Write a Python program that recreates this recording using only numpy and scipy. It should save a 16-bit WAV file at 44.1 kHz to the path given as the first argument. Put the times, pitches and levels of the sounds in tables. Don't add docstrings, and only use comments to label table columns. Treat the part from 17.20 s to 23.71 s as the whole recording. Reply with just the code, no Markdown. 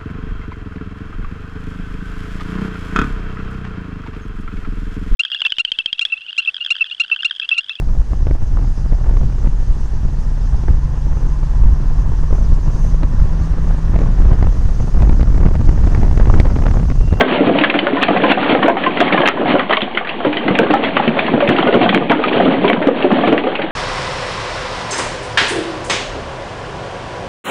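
import sys
import numpy as np
from scipy import signal
from scipy.fft import rfft, irfft, next_fast_len
from scipy.io import wavfile
from scipy.ndimage import map_coordinates

SR = 44100
rng = np.random.default_rng(int(sys.argv[2]) if len(sys.argv) > 2 else 0)


def transcribe(signal):
    frames = np.atleast_2d(signal).T
    limited = np.clip(frames, -1, 1)
    pcm = np.round(limited * 32767).astype(np.int16)
    wavfile.write(sys.argv[1], SR, pcm)


N = 287091

# (time [s], level [dB], pitch [Hz])
CLACK_HITS = [(0.0082, 12.5, 2160), (0.082, -12, 2110), (0.3867, -0.5, 2830), (0.412, -4, 2560),
              (0.4373, 4, 1713), (0.4445, 6.5, 1700), (0.4989, 2.5, 2480), (0.541, -6, 1690),
              (0.553, -10, 2300), (0.5896, 3, 3070), (0.6692, -14.5, 1826), (0.821, -5, 2870),
              (0.829, -4, 1773), (0.8339, 12, 2570), (0.8831, -4.5, 1750), (0.972, -8.5, 2460),
              (1.038, -5.5, 2300), (1.1056, -4, 2900), (1.1178, 13.5, 2570), (1.229, -6.5, 1517),
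              (1.245, -12.5, 1970), (1.298, -2.5, 3060), (1.317, -6, 2126), (1.4295, -3, 1830),
              (1.461, -10.5, 2160), (1.569, -14.5, 1925), (1.6376, -6, 1805), (1.6627, -8, 2850),
              (1.7719, -10.5, 2000), (1.8039, -0.5, 1702), (1.811, -8, 3340), (1.833, -17, 1750),
              (1.88, -10, 2010), (1.9251, -2, 2406), (1.9332, -3, 1717), (1.978, -9, 2400),
              (2.0156, -4, 3100), (2.0575, 2.5, 2780), (2.0641, -3.5, 1733), (2.076, 7.5, 2530),
              (2.0876, 2, 1317), (2.3178, -12.5, 1624), (2.3942, -2, 1168), (2.495, -12, 1894),
              (2.5078, -1, 1222), (2.5262, -1, 1916), (2.5332, 2.5, 1860), (2.5696, 1, 3230),
              (2.606, -11, 2940), (2.618, -2.5, 3410), (2.631, -13, 3060), (2.749, -16, 2920),
              (2.7733, -1, 2150), (2.848, -16, 1790), (2.872, -14, 2300), (2.8918, -8.5, 2800),
              (3.0479, -11.5, 1372), (3.128, -9, 2470), (3.1696, -5, 3040), (3.2803, -3.5, 2120),
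              (3.352, -5, 2520), (3.3879, -4.5, 2560), (3.508, -5, 2505), (3.638, -8, 2560),
              (3.6462, -7.5, 2010), (3.7675, 0.5, 1184), (3.7748, -7.5, 2860), (3.798, -16.5, 1985),
              (3.8784, -5.5, 2590), (3.9924, -1, 2470), (4.065, -13.5, 2770), (4.2035, -5.5, 1496),
              (4.275, -6, 2300), (4.291, -4, 1613), (4.364, -9, 2740), (4.3857, -3, 1400),
              (4.426, -7, 3100), (4.4731, -10, 2870), (4.526, -9, 1860), (4.5393, -9.5, 1270),
              (4.541, -13.5, 3050), (4.614, -9, 2360), (4.628, -5, 2910), (4.6915, 6, 2234),
              (4.7469, -1, 2485), (4.897, -6, 2326), (4.9068, -8.5, 1177), (4.918, -3.5, 1395),
              (5.0382, -6.5, 2560), (5.083, -7, 2445), (5.131, -10, 2880), (5.178, -13, 2870),
              (5.2, -13, 1860), (5.252, -11, 3020), (5.451, -8, 2310), (5.479, -2.5, 3110),
              (5.4867, -6, 2350), (5.5316, -8.5, 2175), (5.625, -12.5, 1810), (5.671, -14.5, 1400),
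              (5.8241, -9, 2606), (5.916, -9.5, 1500), (6.0757, -9, 1577), (6.125, -13.5, 1657),
              (6.1792, -8.5, 2020), (6.237, -16, 2530), (6.272, -17, 1305), (6.3531, -7, 2615),
              (6.395, -18.5, 2025), (6.418, -10.5, 2540)]
# (time [s], level [dB], pitch [Hz])
THUD_HITS = [(0.011, 3.5, 265), (0.011, 6.5, 647.4), (0.207, 3, 263.3), (0.269, 2.5, 280),
             (0.291, -4.5, 502), (0.312, 0.5, 310.4), (0.352, -1, 298), (0.547, -3, 294), (0.629, -6, 331),
             (0.667, -3.5, 580), (0.768, -7, 1015), (0.884, 3, 686), (0.905, 2.5, 296.3),
             (0.962, -0.8, 720), (1.036, 0.5, 298.4), (1.049, -3, 559), (1.081, -6, 517), (1.174, 0, 736),
             (1.306, -4, 281.6), (1.328, -0.5, 275.7), (1.349, -1.5, 795), (1.349, -1.5, 482),
             (1.391, -10, 740), (1.427, -1.5, 1098), (1.444, 0.5, 298.6), (1.457, -2, 568),
             (1.481, 3.5, 658), (1.491, -1, 987), (1.502, -4, 304), (1.568, -5, 772), (1.671, -5, 307.6),
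             (1.764, -9.5, 274), (1.813, -3, 386), (1.944, -1, 791), (1.976, -1, 1037), (2.002, -1.5, 562),
             (2.033, -1, 641), (2.172, -11.5, 988), (2.196, -5.5, 340), (2.214, -7, 520), (2.229, -5, 302),
             (2.34, 0, 277.5), (2.352, 1, 564), (2.356, -4.5, 723), (2.496, -7, 618), (2.523, -7, 430),
             (2.625, -6.5, 215), (2.676, -12, 750), (2.747, -13.5, 349), (2.81, -10.5, 722),
             (3.003, -10, 687), (3.05, -3, 555), (3.067, -0.5, 294), (3.262, -4.5, 290), (3.283, -1.5, 273),
             (3.307, 0, 186.6), (3.393, 2.5, 433), (3.413, 1.5, 252), (3.432, 0, 552), (3.502, -3, 312),
             (3.504, -4.5, 681), (3.515, -5, 293.3), (3.53, -6, 459), (3.538, 2, 805), (3.595, -8.5, 265),
             (3.63, -7, 470), (3.765, -6.5, 207), (3.838, -10.5, 1150), (3.877, 1, 225.5),
             (3.967, -7.5, 545), (3.967, -11, 1084), (4.081, -7, 1035), (4.116, -4, 255.6),
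             (4.138, 3.5, 275), (4.138, -6, 644), (4.175, -1, 279), (4.287, 3, 208), (4.31, -2.5, 296),
             (4.345, -5.5, 269.4), (4.39, -5.5, 330), (4.428, -4.5, 754), (4.468, -3.5, 234),
             (4.47, -2.5, 527), (4.487, -2, 438), (4.527, -3, 493), (4.543, 0, 631), (4.553, 3, 266),
             (4.57, -0.5, 278), (4.607, 0, 286.5), (4.66, -1.5, 708), (4.726, -1.5, 749),
             (4.76, 0.5, 292.4), (4.813, -6.5, 484), (4.901, 1.5, 263.3), (4.908, -3, 675),
             (4.916, -1, 929), (4.992, -5, 442), (5.163, 0.5, 261.6), (5.206, 0, 500), (5.256, -3.5, 258),
             (5.258, -2, 455), (5.279, 2, 251.5), (5.313, -7, 744), (5.382, -4, 267), (5.448, 3, 391),
             (5.498, 0.5, 699), (5.543, -8.5, 473), (5.566, -11.5, 964), (5.617, -7, 616),
             (5.671, 2.5, 268), (5.762, -9, 268.4), (5.845, 2, 369), (5.915, -7.5, 757), (5.983, -1.5, 269),
             (6.035, -0.9, 715), (6.076, 2.5, 327), (6.126, 4, 280.4), (6.137, -2, 479), (6.238, -6, 418),
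             (6.269, -3, 548), (6.326, -12, 394), (6.394, -8.5, 553), (6.438, -10, 318)]
# (time [s], level [dB], pitch [Hz], nominal ring time [s])
CLONK_HITS = [(0.293, -2, 691, 0.038), (0.41, -3.5, 296, 0.1), (0.732, -3.5, 275, 0.093),
              (1.039, -7.5, 1032, 0.13), (1.664, -6, 1041, 0.11), (1.813, -2, 689, 0.051),
              (2.257, -6, 731, .05), (2.573, -2, 1100, 0.024), (2.575, -13.5, 635, 0.13),
              (3.301, -16.5, 1160, 0.057), (3.389, -2.5, 1555, 0.022), (3.798, -0.5, 808, 0.029),
              (4.206, -4, 680, 0.031), (4.224, -3, 570.5, 0.15), (4.473, -13, 1460, 0.11),
              (4.614, -2, 715, 0.077), (5.039, -6, 1237, 0.052), (5.2, -0.5, 694, 0.041),
              (5.445, -1.5, 1038, 0.017), (5.685, 2.5, 510, 0.044), (5.921, 0, 226, 0.084)]


def amp(db):
    return 10 ** (np.asarray(db) / 20)


def unit(x):
    return x / np.sqrt(np.mean(x ** 2) + 1e-20)


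def along(points, hz):
    freqs, values = np.transpose(points)
    return np.interp(np.log(hz + 1), np.log(freqs + 1), values)


def filtered(x, response):
    size = next_fast_len(N + SR // 2)
    return irfft(rfft(x, size) * response(np.fft.rfftfreq(size, 1 / SR)), size)[:N]


def wobble(rate):
    knots = rng.standard_normal(int(N * rate / SR) + 4)
    return map_coordinates(knots, [np.arange(N) * rate / SR])


def place(times, shapes):
    at = np.round(times * SR).astype(int)[:, None] + np.arange(shapes.shape[1])
    return np.bincount(at.ravel(), shapes.ravel(), N + SR)[:N]


def contacts(count, centre_hz, spread, cycles, scatter_db):
    times = rng.random(count) * N / SR
    pitch, size = np.clip(rng.standard_normal((2, count, 1)), -2, 2)
    hz = centre_hz * np.exp(spread * pitch)
    t = np.arange(SR // 30) / SR
    grains = np.exp(-t * hz / cycles) * np.sin(2 * np.pi * hz * t) * (1 - np.exp(-t * hz))
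    return unit(place(times, amp(scatter_db * size) * grains))


def bed_boom(x):
    # (centre [Hz], width [Hz], level [dB])
    modes = [(185, 16, 0), (286.3, 2.6, 7.5), (570, 43, -9), (653, 35, -27.5)]
    return filtered(x, lambda hz: sum(
        (-1) ** k * amp(db) * 1j * hz * width / (centre ** 2 - hz ** 2 + 1j * hz * width)
        for k, (centre, width, db) in enumerate(modes)))


def bark_scrape():
    # (frequency [Hz], level [dB])
    spectrum = [(30, -20.5), (70, -2), (130, -4.5), (260, 2.5), (420, -10.5), (650, -1), (1400, -15.5),
                (2900, -14.5), (4400, -15), (6000, -33)]
    friction = unit(filtered(rng.standard_normal(N), lambda hz: amp(along(spectrum, hz))))
    return amp(3.5 + 2.69 * wobble(25)) * friction


def jostle(hits, lead_s, settle_s, strength_db):
    times, db, _ = np.transpose(hits)
    pre_roll = SR // 10
    t = (np.arange(SR // 3) - pre_roll) / SR
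    swell = np.exp(np.where(t < 0, t / lead_s, -t / settle_s))
    swell_db = np.minimum(db[:, None], -1.5) + strength_db
    power = place(times, amp(2 * swell_db) * swell)
    return np.sqrt(1 + np.pad(power[pre_roll:], (0, pre_roll)))


def tumble():
    # (time [s], rumble level [dB], clatter level [dB])
    flow = [(0.0, -13.5, -20), (0.269, -16.5, -23), (0.621, -20, -29.5), (0.95, -17.5, -20),
            (1.201, -19.5, -19), (1.489, -17.5, -26.5), (1.741, -25, -26.5), (2.0, -15.5, -18.5),
            (2.14, -23.5, -31), (2.3, -21, -20), (2.46, -31.5, -27.5), (2.71, -42.5, -33.5),
            (2.95, -27, -30.5), (3.201, -25, -29), (3.5, -19.5, -22), (3.751, -24, -26.5),
            (4.07, -23.5, -26), (4.449, -16.5, -23.5), (4.752, -13, -23), (4.861, -20, -29),
            (5.148, -16.5, -20.5), (5.421, -15.5, -25), (5.761, -21.5, -30.5), (6.079, -12, -19.5),
            (6.239, -25, -30.5), (6.51, -26, -26.5)]
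    times, rumble_db, clatter_db = np.transpose(flow)
    t = np.arange(N) / SR
    rumble = contacts(count=2500, centre_hz=423, spread=0.508, cycles=1.26, scatter_db=4)
    rumble = unit(rumble + amp(1.5) * bed_boom(rumble))
    ticks = contacts(count=2500, centre_hz=2011, spread=0.43, cycles=4, scatter_db=2.5)
    clatter = amp(-3.5) * ticks + bark_scrape()
    low_hits = THUD_HITS + [hit[:3] for hit in CLONK_HITS]
    rumble *= amp(np.interp(t, times, rumble_db))
    rumble *= jostle(low_hits, lead_s=0.021, settle_s=0.021, strength_db=-0.75)
    clatter *= amp(np.interp(t, times, clatter_db))
    clatter *= jostle(CLACK_HITS, lead_s=0.006, settle_s=0.015, strength_db=5.8)
    return amp(-0.5) * rumble + amp(-0.66) * clatter


def with_ring(hits, ring_s, at_hz, pitch_slope, growth_per_db):
    return [(time, db, hz, ring_s * (hz / at_hz) ** pitch_slope * np.exp(growth_per_db * db))
            for time, db, hz in hits]


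def struck_logs(hits, attack_s, crack_db, crack_t60, rough, decay_curve, side_modes_db, punch_db):
    # (pitch [ratio], level [dB], share of the ring time [ratio])
    modes = [(1, 2, 0.65), (1.6, -9, 0.99), (.7, -6, 0.78), (2.3, -9, 0.61)]
    times, db, hz, ring_s = np.transpose(hits)[:, :, None]
    t = np.arange(SR // 5) / SR
    draws = rng.standard_normal((len(hits), 2 * len(modes) + len(t)))
    noise = draws[:, 2 * len(modes):]
    smear = rough * np.cumsum(noise, axis=1) / np.sqrt(SR / 1000)
    ring = 0
    for k, (ratio, mode_db, share) in enumerate(modes):
        pitch = hz * ratio ** (1 + 0.1432 * draws[:, [2 * k]])
        scatter_db = min(k + 0.5, 2) * np.clip(draws[:, [2 * k + 1]], -2, 1.5)
        decay_db = 60 * (t / np.maximum(ring_s * share, 0.004)) ** decay_curve
        envelope = amp(mode_db + side_modes_db * (k > 0) + scatter_db - decay_db)
        ring += envelope * np.sin(2 * np.pi * pitch * t + smear)
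    ring *= amp(punch_db * np.exp(-t * hz / 1.7))
    crack = amp(crack_db - 60 * t / crack_t60) * noise
    onset = 1 - np.exp(-t / attack_s)
    return place(times[:, 0], amp(db) * (ring + crack) * onset)


def clacks():
    hits = with_ring(CLACK_HITS, ring_s=0.1238, at_hz=2007.5, pitch_slope=-0.76, growth_per_db=-0.05)
    return amp(-5.5) * struck_logs(hits, attack_s=0.00059, crack_db=5, crack_t60=0.022, rough=1.38,
                                   decay_curve=0.7, side_modes_db=2, punch_db=6)


def snaps():
    # (time [s], level [dB])
    hits = [(0.011, 7.5), (0.29, -12), (0.4374, 1), (0.6699, 6.5), (0.829, 5), (1.038, -0.5), (1.1185, 5.5),
            (1.351, 6), (1.4814, -1.5), (1.4996, 1), (1.814, -3), (1.9274, 6), (2.076, 8.5), (2.087, 18),
            (2.341, -0.5), (3.389, 7.5), (3.504, -4), (3.5405, -2), (3.769, 7.5), (3.9909, 4.5),
            (4.2912, 5), (4.747, 8.5), (4.7763, 7.5), (4.903, 2), (4.9164, -1), (5.5009, 7.5), (5.532, 6.5),
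            (5.6721, -8.5), (6.1258, -1), (6.1796, 6.5)]
    times, db = np.transpose(hits)
    t = np.arange(SR // 200) / SR
    click = np.sin(2 * np.pi * 1900 * t) * amp(-60 * t / 0.0017)
    return place(times, amp(db[:, None] + 1.5) * click)


def thuds():
    hits = with_ring(THUD_HITS, ring_s=0.21, at_hz=301, pitch_slope=-0.29, growth_per_db=0.02)
    body = amp(-4.5) * struck_logs(hits, attack_s=0.0012, crack_db=-7.5, crack_t60=0.025, rough=0.36,
                                   decay_curve=0.82, side_modes_db=0.5, punch_db=4.5)
    return body + amp(-19) * bed_boom(body)


def clonks():
    return amp(-3.5) * struck_logs(CLONK_HITS, attack_s=0.0006, crack_db=-8.5, crack_t60=0.015,
                                   rough=0.064, decay_curve=1.76, side_modes_db=-6.5, punch_db=-0.5)


def wall_echo(x, count=24, predelay_s=0.0065):
    # (frequency [Hz], t60 [s])
    decay = [(200, 0.48), (1000, 0.13), (4000, 0.19)]
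    hz, t, spectra = signal.stft(rng.standard_normal((count, SR // 2)), SR, nperseg=256)
    tails = signal.istft(spectra * amp(-60 * t / along(decay, hz)[:, None]), SR, nperseg=256)[1]
    tails /= np.linalg.norm(tails, axis=1, keepdims=True)
    step = N // count + 1
    stretches = np.pad(x, (0, step * count - N)).reshape(count, step)
    wet = signal.fftconvolve(stretches, tails, axes=1)
    return place(np.arange(count) * step / SR + predelay_s, wet)


def gain_control(x, knee_db, lag_s):
    pole = np.exp(-1 / (SR * lag_s))
    power = signal.lfilter([1 - pole], [1, -pole], x ** 2)
    return x / np.sqrt(1 + power / amp(knee_db) ** 2)


def narrow_band(hz, low_cut_hz=110, edge_hz=4700):
    droop_db = 17 * np.clip(hz / 1000 - 3.2, 0, 2)
    skirt_db = np.interp(hz, [edge_hz - 80, edge_hz + 80, 9000], [0, 11, 75])
    return amp(-droop_db - skirt_db) * hz ** 2 / (hz ** 2 + low_cut_hz ** 2)


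def scene():
    wood = thuds() + clacks() + snaps() + clonks() + tumble()
    return (wood + amp(-12) * wall_echo(wood))[None]


def record(dry):
    # (frequency [Hz], gain [dB])
    mic_eq = [(30, -15), (100, -6.5), (160, -6), (250, -1.5), (3000, -2), (4500, 0.5)]
    dc_offset, ceiling, top_hz = -0.0364, 1.4, 16000
    picked_up = filtered(dry[0], lambda hz: amp(along(mic_eq, hz)))
    driven = amp(3) * gain_control(picked_up, knee_db=-9.5, lag_s=0.043)
    saturated = driven / (1 + np.abs(driven / ceiling) ** 5) ** (1 / 5)
    preamp_rumble = unit(filtered(rng.standard_normal(N), lambda hz: 1 / (1 + (hz / 70) ** 2)))
    narrow = filtered(saturated, narrow_band) + amp(-49) * preamp_rumble
    clipped = np.clip(narrow + dc_offset, -1, 1) - dc_offset
    band_limited = filtered(clipped, lambda hz: np.clip((top_hz - hz) / 500, 0, 1) ** 2)
    return band_limited[None] + dc_offset


dry = scene()
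out = record(dry)
transcribe(out)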